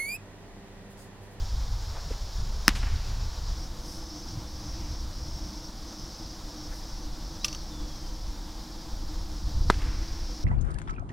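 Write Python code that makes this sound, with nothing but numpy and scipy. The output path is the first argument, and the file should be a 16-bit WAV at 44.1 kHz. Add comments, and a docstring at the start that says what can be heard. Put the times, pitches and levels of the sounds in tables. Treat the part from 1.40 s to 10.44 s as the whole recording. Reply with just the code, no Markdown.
"""Two pitches into a catcher's mitt

Each pop is a slap of damped leather modes, a crinkle and a low thump; walls, fence and trees throw it back.
The first is heard from beside the mound, the second from behind the plate, where a distant fan drones.
Gear clacks as ringing shell modes, shoes and cloth scuff as noise bursts, and a far bird whistles two sliding notes.
Insects buzz as resonant noise, air washes, and wind rumbles and flutters on the microphone."""
import sys
import numpy as np
from scipy import signal
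from scipy.fft import rfft, irfft
from scipy.io import wavfile
from scipy.ndimage import uniform_filter1d

SR = 44100
rng = np.random.default_rng(int(sys.argv[2]) if len(sys.argv) > 2 else 0)


def store_wav(level_fs):
    """Save 16-bit WAV to argv[1]."""
    pcm = np.round(np.clip(np.atleast_2d(level_fs), -1, 1) * 32767)
    wavfile.write(sys.argv[1], SR, pcm.T.astype(np.int16))


N = 398663
TIME, FREQS = np.arange(N) / SR, np.fft.rfftfreq(N, 1 / SR)


def gain_of(db):
    """Decibels to amplitude."""
    return 10 ** (np.asarray(db) / 20)


def evened(x):
    """Scales to rms 1."""
    return x / np.sqrt(np.mean(x ** 2) + 1e-20)


def add(mix, start_s, sound):
    """Mixes a sound in from start_s, cut at the end of the mix."""
    part = mix[max(round(start_s * SR), 0):][:len(sound)]
    part += sound[:len(part)]


def colour(points):
    """Gain at every frequency from (Hz, dB) points, joined on a log frequency axis."""
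    hz, db = np.transpose(points)
    return gain_of(np.interp(np.log(FREQS + 1), np.log(hz + 1), db))


def peaks(modes):
    """Gain at every frequency of a set of (Hz, width Hz, dB) resonances."""
    return sum(gain_of(db) / (1 + ((FREQS - hz) / (0.5 * width_hz)) ** 2) for hz, width_hz, db in modes)


def noise(gain, size=N):
    """Noise of rms 1 with the given spectrum."""
    return evened(irfft(rfft(rng.standard_normal(size)) * gain, size))


def drift(rate_hz):
    """Random wander of rms 1, no faster than about rate_hz."""
    return noise(1 / (1 + (FREQS / rate_hz) ** 4))


def swell(t, rise_s):
    """Envelope of a heavily damped vibration: up to 1 at the rise time, then quickly down."""
    return t / rise_s * np.exp(1 - t / rise_s)


def echo(sound, scatter_s, edge_hz, rise_share=0.1):
    """A rough surface smears the sound in time and dulls it."""
    t = np.arange(int(5 * scatter_s * SR) + 64) / SR
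    taps = rng.standard_normal(len(t))
    for _ in range(3):  # scattering spreads the energy evenly over frequency
        spectrum = rfft(taps * np.exp(-t / scatter_s / 2))
        taps = irfft(spectrum / (abs(spectrum) + 1e-12), len(t))
    # the nearest parts answer first, so it swells in
    taps = taps * (1 - np.exp(-t / (rise_share * scatter_s)))
    smeared = signal.fftconvolve(sound, taps * np.exp(-t / scatter_s / 4))
    dull = signal.butter(2, min(edge_hz, 0.45 * SR), fs=SR)
    return signal.lfilter(*dull, smeared)


MOVE_S, MOVE_FADE_S = 2.14, 0.052


def behind_plate():
    """0 while the microphone is by the mound, 1 once it is behind the plate."""
    return np.clip((TIME - MOVE_S) / MOVE_FADE_S, 0, 1)


# Catches. Each row: start in seconds, level in dB, factor on the mitt's mode frequencies,
# tilt in dB per octave, bite in dB, crinkle in dB, thump in Hz, thump in dB, thump rise in seconds,
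# delay of the thump's bounce in seconds, bounce in dB.
CATCHES = [(1.2805, -1, 0.93, 1.5, 3, -21, 257, -14, 0.0018, .0095, -16),
           (8.3004, -2.5, 0.67, -5.5, -12, -6.5, 305, -9.5, 0.001, 0.00504, -7)]
# Modes of the slapped leather pocket. Each row: frequency in Hz before the catch's factor,
# level in dB before its level and tilt, rise in seconds.
MITT = [(1380, -2, .00028), (1980, -3, .00036), (2980, -12, .000357), (4500, -16, .0003), (5600, 0, .00026),
        (6800, -11, .0003), (8300, -22, .000263), (10500, -18, .00024), (12600, -20, .00024),
        (15000, -27, .0003)]
# Surfaces answering at each place. Each row: delay in seconds, level in dB, scatter time in seconds,
# treble edge in Hz.
MOUND_ECHOES = [(.0085, -12, 0.0033, 4400), (0.015, -18.5, 0.021, 3200), (.068, -19, 0.039, 4800),
                (.148, -18, 0.012, 1690), (.185, -22.5, .018, 2000), (.11, -16, 0.29, 2800)]
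PLATE_ECHOES = [(.0058, -7, 0.00099, 1100), (0.0093, -21, 0.058, 3600), (0.041, -23, 0.0058, 2200),
                (.117, -24.5, 0.0069, 2800), (.07, -13.5, 0.34, 2200)]
SPRAY_DB, SPRAY_LOW_HZ = 22.0, 800
SHUDDER_DB, SHUDDER_RISE_S = -26, 0.0015
BITE_HZ, BITE_Q = 2660, 1.1  # strong from the mound, shaded behind the catcher
CRINKLE_DELAY_S, CRINKLE_S, CRINKLE_EDGE_HZ = 0.0017, 0.0034, 3100
THUMP_ECHO_SHARE = 0.7


def mitt():
    """The ball slaps the pocket, the leather folds round it, the padding thumps, the surroundings answer."""
    out, t = np.zeros(N), np.arange(1200) / SR
    for catch, echoes in zip(CATCHES, (MOUND_ECHOES, PLATE_ECHOES)):
        (start_s, db, size, tilt_db, bite_db, crinkle_db,
         thump_hz, thump_db, thump_rise_s, bounce_s, bounce_db) = catch
        # summed over all directions the crack is one broad pulse
        low_cut = signal.butter(3, SPRAY_LOW_HZ, "high", fs=SR)
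        spray = gain_of(db + SPRAY_DB) * signal.lfilter(*low_cut, t == 0)

        # the leather quivers on after the slap
        shudder = gain_of(SHUDDER_DB) * swell(t, SHUDDER_RISE_S)
        slap = np.zeros(len(t))
        for hz, mode_db, rise_s in MITT:  # a catch deep in the padding rings lower and duller
            height = gain_of(db + mode_db + tilt_db * np.log2(hz / MITT[0][0]))
            ring = np.sin(2 * np.pi * hz * size * (t - rise_s))
            slap += height * (swell(t, rise_s) + shudder) * ring
        crinkle = echo(spray, CRINKLE_S, CRINKLE_EDGE_HZ)
        add(slap, CRINKLE_DELAY_S, gain_of(crinkle_db) * crinkle)
        bite = signal.lfilter(*signal.iirpeak(BITE_HZ, BITE_Q, SR), slap)
        add(out, start_s, slap + (gain_of(bite_db) - 1) * bite)

        thump = -gain_of(thump_db) * swell(t, thump_rise_s) * np.sin(2 * np.pi * thump_hz * t)
        add(out, start_s, thump)
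        # long waves bounce cleanly off the ground
        add(out, start_s + bounce_s, gain_of(bounce_db) * thump)

        struck = spray + THUMP_ECHO_SHARE * thump
        for delay_s, echo_db, scatter_s, edge_hz in echoes:
            add(out, start_s + delay_s, gain_of(echo_db) * echo(struck, scatter_s, edge_hz))
    return out


# Clacks of the gear. Each row: start in seconds, level in dB, factor on the shell's mode frequencies,
# factor on their ring time and on the grit's amplitude.
CLACKS = [(6.0453, -17.5, .97, 0.43), (6.047, -18.5, 1.0, 0.88), (6.05, -35, 1.0, 1.5),
          (6.082, -29, 1.0, 0.82), (6.128, -31, 1.02, 0.67), (6.148, -31, 1.06, 0.56)]
# Modes of the hard shell. Each row: frequency in Hz and level in dB, t60 in seconds, all before the clack's factors.
SHELL = [(1186, -20, 0.11), (2560, -14, 0.021), (2750, -8, 0.034), (3050, -8, 0.024), (3450, -9.5, 0.018),
         (4400, -9, 0.018), (5340, 0, 0.024), (5860, -3.5, 0.049), (6230, -6.5, .018)]
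TICK_DB, TICK_T60_S, CONTACT_S = -11, 0.066, 0.00014


def gear():
    """A hard shell clacks and rebounds: short modes with a gritty tick."""
    out, t = np.zeros(N), np.arange(5000) / SR
    grit_band = signal.butter(1, [2400, 6000], "band", fs=SR)
    for start_s, db, size, ringing in CLACKS:
        ring = np.zeros(len(t))
        for hz, mode_db, t60_s in SHELL:
            fade = gain_of(mode_db - 60 * t / (t60_s * ringing))
            ring += fade * np.sin(2 * np.pi * (hz * size * t + rng.random()))
        grit = evened(signal.lfilter(*grit_band, rng.standard_normal(len(t))))
        tick = ringing * grit * gain_of(TICK_DB - 60 * t / TICK_T60_S)
        contact = 1 - np.exp(-t / CONTACT_S)
        add(out, start_s, gain_of(db) * contact * (ring + tick))
    return out


# Steps, scuffs, swishes of clothing and a soft low bump. Each row: peak in seconds,
# half length in seconds, level in dB, centre in Hz, width in octaves.
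SCUFFS = [(0.572, 0.037, -46, 735, 0.96), (.67, 0.011, -39, 130, 0.29), (0.712, 0.0066, -36, 386, 0.43),
          (0.72, 0.026, -51, 1700, 1.2), (2.516, 0.091, -56, 8200, .55), (2.962, 0.033, -33, 79.5, 0.56),
          (3.419, 0.18, -60, 2100, .6), (5.364, .06, -59, 9500, 0.55), (5.33, 0.031, -53.5, 1700, 0.36)]


def scuffs():
    """Shoes on turf, moving cloth and a bump: brief swells of band noise."""
    out = np.zeros(N)
    for peak_s, half_s, db, hz, octaves in SCUFFS:
        t = np.arange(-3 * half_s, 3 * half_s, 1 / SR)
        octaves_off = np.log2((np.fft.rfftfreq(len(t), 1 / SR) + 1) / hz)
        band = np.exp(-0.5 * (octaves_off / octaves) ** 2)
        burst = noise(band, size=len(t)) * np.exp(-(t / half_s) ** 2)
        add(out, peak_s - 3 * half_s, gain_of(db) * burst)
    return out


# Pitch of the whistle, up and then a long slide down. Each row: time in seconds, pitch in Hz.
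BIRD = [(5.99, 3450), (6.069, 4530), (6.17, 4530), (6.25, 4040), (6.3, 3880), (6.325, 3550), (6.62, 3180),
        (6.95, 2920)]
# Its two notes. Each row: start in seconds, end in seconds, starting level in dB.
NOTES = [(6.0, 6.27, -48), (6.303, 6.92, -53)]
BIRD_ATTACK_S, BIRD_FADE_DB_PER_S, BIRD_RELEASE_S = 0.015, -29, 0.055
WAVER_SHARE, WAVER_HZ = 0.0029, 56
FLICKER_DB, FLICKER_HZ = 1.0, 25
BIRD_WET_DB = -6


def bird():
    """A thin far whistle: each sine note starts quickly and fades as it slides, blurred by the trees."""
    pitch_hz = np.interp(TIME, *np.transpose(BIRD)) * (1 + WAVER_SHARE * drift(WAVER_HZ))
    level = np.zeros(N)
    for start_s, end_s, db in NOTES:
        t = np.arange(0, end_s - start_s, 1 / SR)
        gate = np.clip(np.minimum(t / BIRD_ATTACK_S, t[::-1] / BIRD_RELEASE_S), 0, 1)
        add(level, start_s, gate * gain_of(db + BIRD_FADE_DB_PER_S * t))
    whistle = np.sin(2 * np.pi * np.cumsum(pitch_hz) / SR)
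    call = level * gain_of(FLICKER_DB * drift(FLICKER_HZ)) * whistle
    return call + gain_of(BIRD_WET_DB) * echo(call, 0.05, 8000)[:N]


# Bouts of the nearest insect. Each row: start in seconds, end in seconds, starting level in dB, gain in dB per second.
BOUTS = [(1.69, 6.78, -47.5, -1.23), (8.402, 9.6, -56, 9)]
# Its resonances. Each row: frequency in Hz, width in Hz, relative level in dB.
BUZZ = [(4700, 120, -12), (5060, 300, -5), (5330, 150, -7), (5570, 65, 3), (5975, 70, -4), (6190, 85, -3)]
# Spectrum of the chorus. Each row: frequency in Hz, relative level in dB per Hz.
CHORUS = [(2000, -53), (3000, -21.5), (3800, -11), (4500, -5), (5000, -1.5), (5350, -1.5), (5900, -4.5),
          (6400, -16), (7500, -22), (10000, -67)]
# Level of the chorus. Each row: time in seconds, level in dB.
CHORUS_DB = [(0, -51), (2.1, -49), (2.2, -52), (4, -51), (6, -51), (7.3, -51.5), (8.2, -49.5), (9, -48)]
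PHRASE_EVERY_S, PHRASE_S, PHRASE_RISE_S, PHRASE_FALL_S = 0.675, 0.59, 0.14, 0.027
RASP_DB, RASP_HZ = -1.4, 150
SHIMMER_DB, SHIMMER_HZ = 1.27, 27


def insects():
    """One insect, heard behind the plate, rasps in even phrases through its resonances, over a blended chorus."""
    effort = np.zeros(N)
    for start_s, end_s, db, db_per_s in BOUTS:
        t = np.arange(0, end_s - start_s, 1 / SR)
        into_s = t % PHRASE_EVERY_S
        left_s = np.minimum(PHRASE_S - into_s, t[-1] - t)
        phrase = np.clip(np.minimum(into_s / PHRASE_RISE_S, left_s / PHRASE_FALL_S), 0, 1)
        add(effort, start_s, gain_of(db + db_per_s * t) * np.sqrt(phrase))
    near = behind_plate() * effort * noise(peaks(BUZZ)) * gain_of(RASP_DB * drift(RASP_HZ))
    chorus_db = np.interp(TIME, *np.transpose(CHORUS_DB)) + SHIMMER_DB * drift(SHIMMER_HZ)
    return near + noise(colour(CHORUS)) * gain_of(chorus_db)


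# Strength of the wind on the microphone. Each row: time in seconds, rumble in dB, flutter in dB.
WIND = [(0, -31.5, -34), (.15, -29.5, -34), (.7, -35.5, -40.5), (1.0, -30, -36.5), (1.25, -33.5, -38.5),
        (1.45, -27, -31), (2.1, -32.5, -36), (2.4, -39.5, -47), (3.1, -43, -43), (3.5, -36.5, -38),
        (4.05, -40, -41.5), (4.25, -41.5, -50), (4.8, -45.5, -49.5), (5.75, -33.5, -45.5), (5.95, -41, -47),
        (6.9, -35.5, -47), (7.3, -43, -53.5), (7.65, -31, -40.5), (8.0, -33.5, -41), (8.27, -24, -28),
        (8.6, -33, -38), (9.04, -36, -50.5)]
# Spectra of the big and the small eddies. Each row: frequency in Hz, relative level in dB per Hz.
RUMBLE = [(6, -9.5), (16, -1.5), (32, 4.5), (46, -1), (58, -10), (80, -37), (140, -49), (600, -120)]
FLUTTER = [(35, -21), (58, 3.5), (80, -2.5), (102, -5.5), (135, -14.5), (200, -22), (280, -29.5),
           (500, -46), (3000, -100)]
BUFFET_DB, BUFFET_HZ = 1.73, 7


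def wind():
    """Gusts on the microphone: big eddies rumble, small ones flutter, quick random buffets ride on both."""
    gust_s, *levels_db = np.transpose(WIND)
    out = np.zeros(N)
    for db, spectrum in zip(levels_db, (RUMBLE, FLUTTER)):
        eddies = noise(colour(spectrum))
        # level out the slow swells, so that the gusts alone set the strength
        eddies = eddies / np.sqrt(uniform_filter1d(eddies ** 2, size=7000) + 1e-6)
        out += eddies * gain_of(np.interp(TIME, gust_s, db))
    return out * gain_of(BUFFET_DB * drift(BUFFET_HZ))


# Wash of air and far insects at each place. Each row: frequency in Hz, relative level in dB per Hz.
MOUND_AIR = [(150, -4), (290, 0), (420, 2), (560, 0.5), (900, 3), (1400, -3), (2000, -8), (2700, -11),
             (3600, -3), (4700, -5), (5300, -1.5), (5900, -6.5), (7000, -7), (8300, -18), (10000, -21.5),
             (15700, -22)]
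PLATE_AIR = [(120, -2), (220, 0.5), (400, -7.5), (560, -4.5), (900, -2.5), (1300, -8.5), (2000, -15),
             (2700, -18), (3500, -11), (6600, -14), (8000, -20.5), (9500, -26.5), (15700, -27)]
# Resonances of the fan. Each row: frequency in Hz, width in Hz, relative level in dB.
FAN = [(303, 16.4, 0), (331, 25, -4.5), (148.5, 41, -5), (211, 79, -8.5), (497, 32, -11.5)]
MOUND_DB, PLATE_DB, FAN_DB = -47, -48, -47.5
AIR_SWELL_DB, AIR_SWELL_HZ = 0.64, 13.0


def air():
    """Outdoor wash of shaped noise at each place; a distant fan drones in narrow bands behind the plate."""
    moved = behind_plate()
    mound = gain_of(MOUND_DB) * noise(colour(MOUND_AIR))
    fan = gain_of(FAN_DB) * noise(peaks(FAN))
    plate = gain_of(PLATE_DB) * noise(colour(PLATE_AIR)) + fan
    wash = np.sqrt(1 - moved) * mound + np.sqrt(moved) * plate
    return wash * gain_of(AIR_SWELL_DB * drift(AIR_SWELL_HZ))


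HISS_DB = -64


def hiss():
    """Faint high hiss, independent noise in each channel."""
    spectrum = colour([(3000, -17.0), (7000, -53), (8500, 4.5), (12000, 4.0), (16000, -2)])  # (Hz, dB per Hz)
    return gain_of(HISS_DB) * np.array([noise(spectrum) for _ in range(2)])


def scene():
    """Every source reaches both channels alike, over the hiss of each."""
    return mitt() + gear() + scuffs() + bird() + insects() + wind() + air() + hiss()


EDGE_HZ = 15900


def record(dry):
    """The input overloads at full scale; then a low-pass limits the band."""
    clipped = np.clip(dry, -1, 1)
    low_pass = signal.firwin(255, EDGE_HZ, window=("kaiser", 8), fs=SR)
    return signal.oaconvolve(clipped, low_pass[None], "same")


dry = scene()
out = record(dry)
store_wav(out)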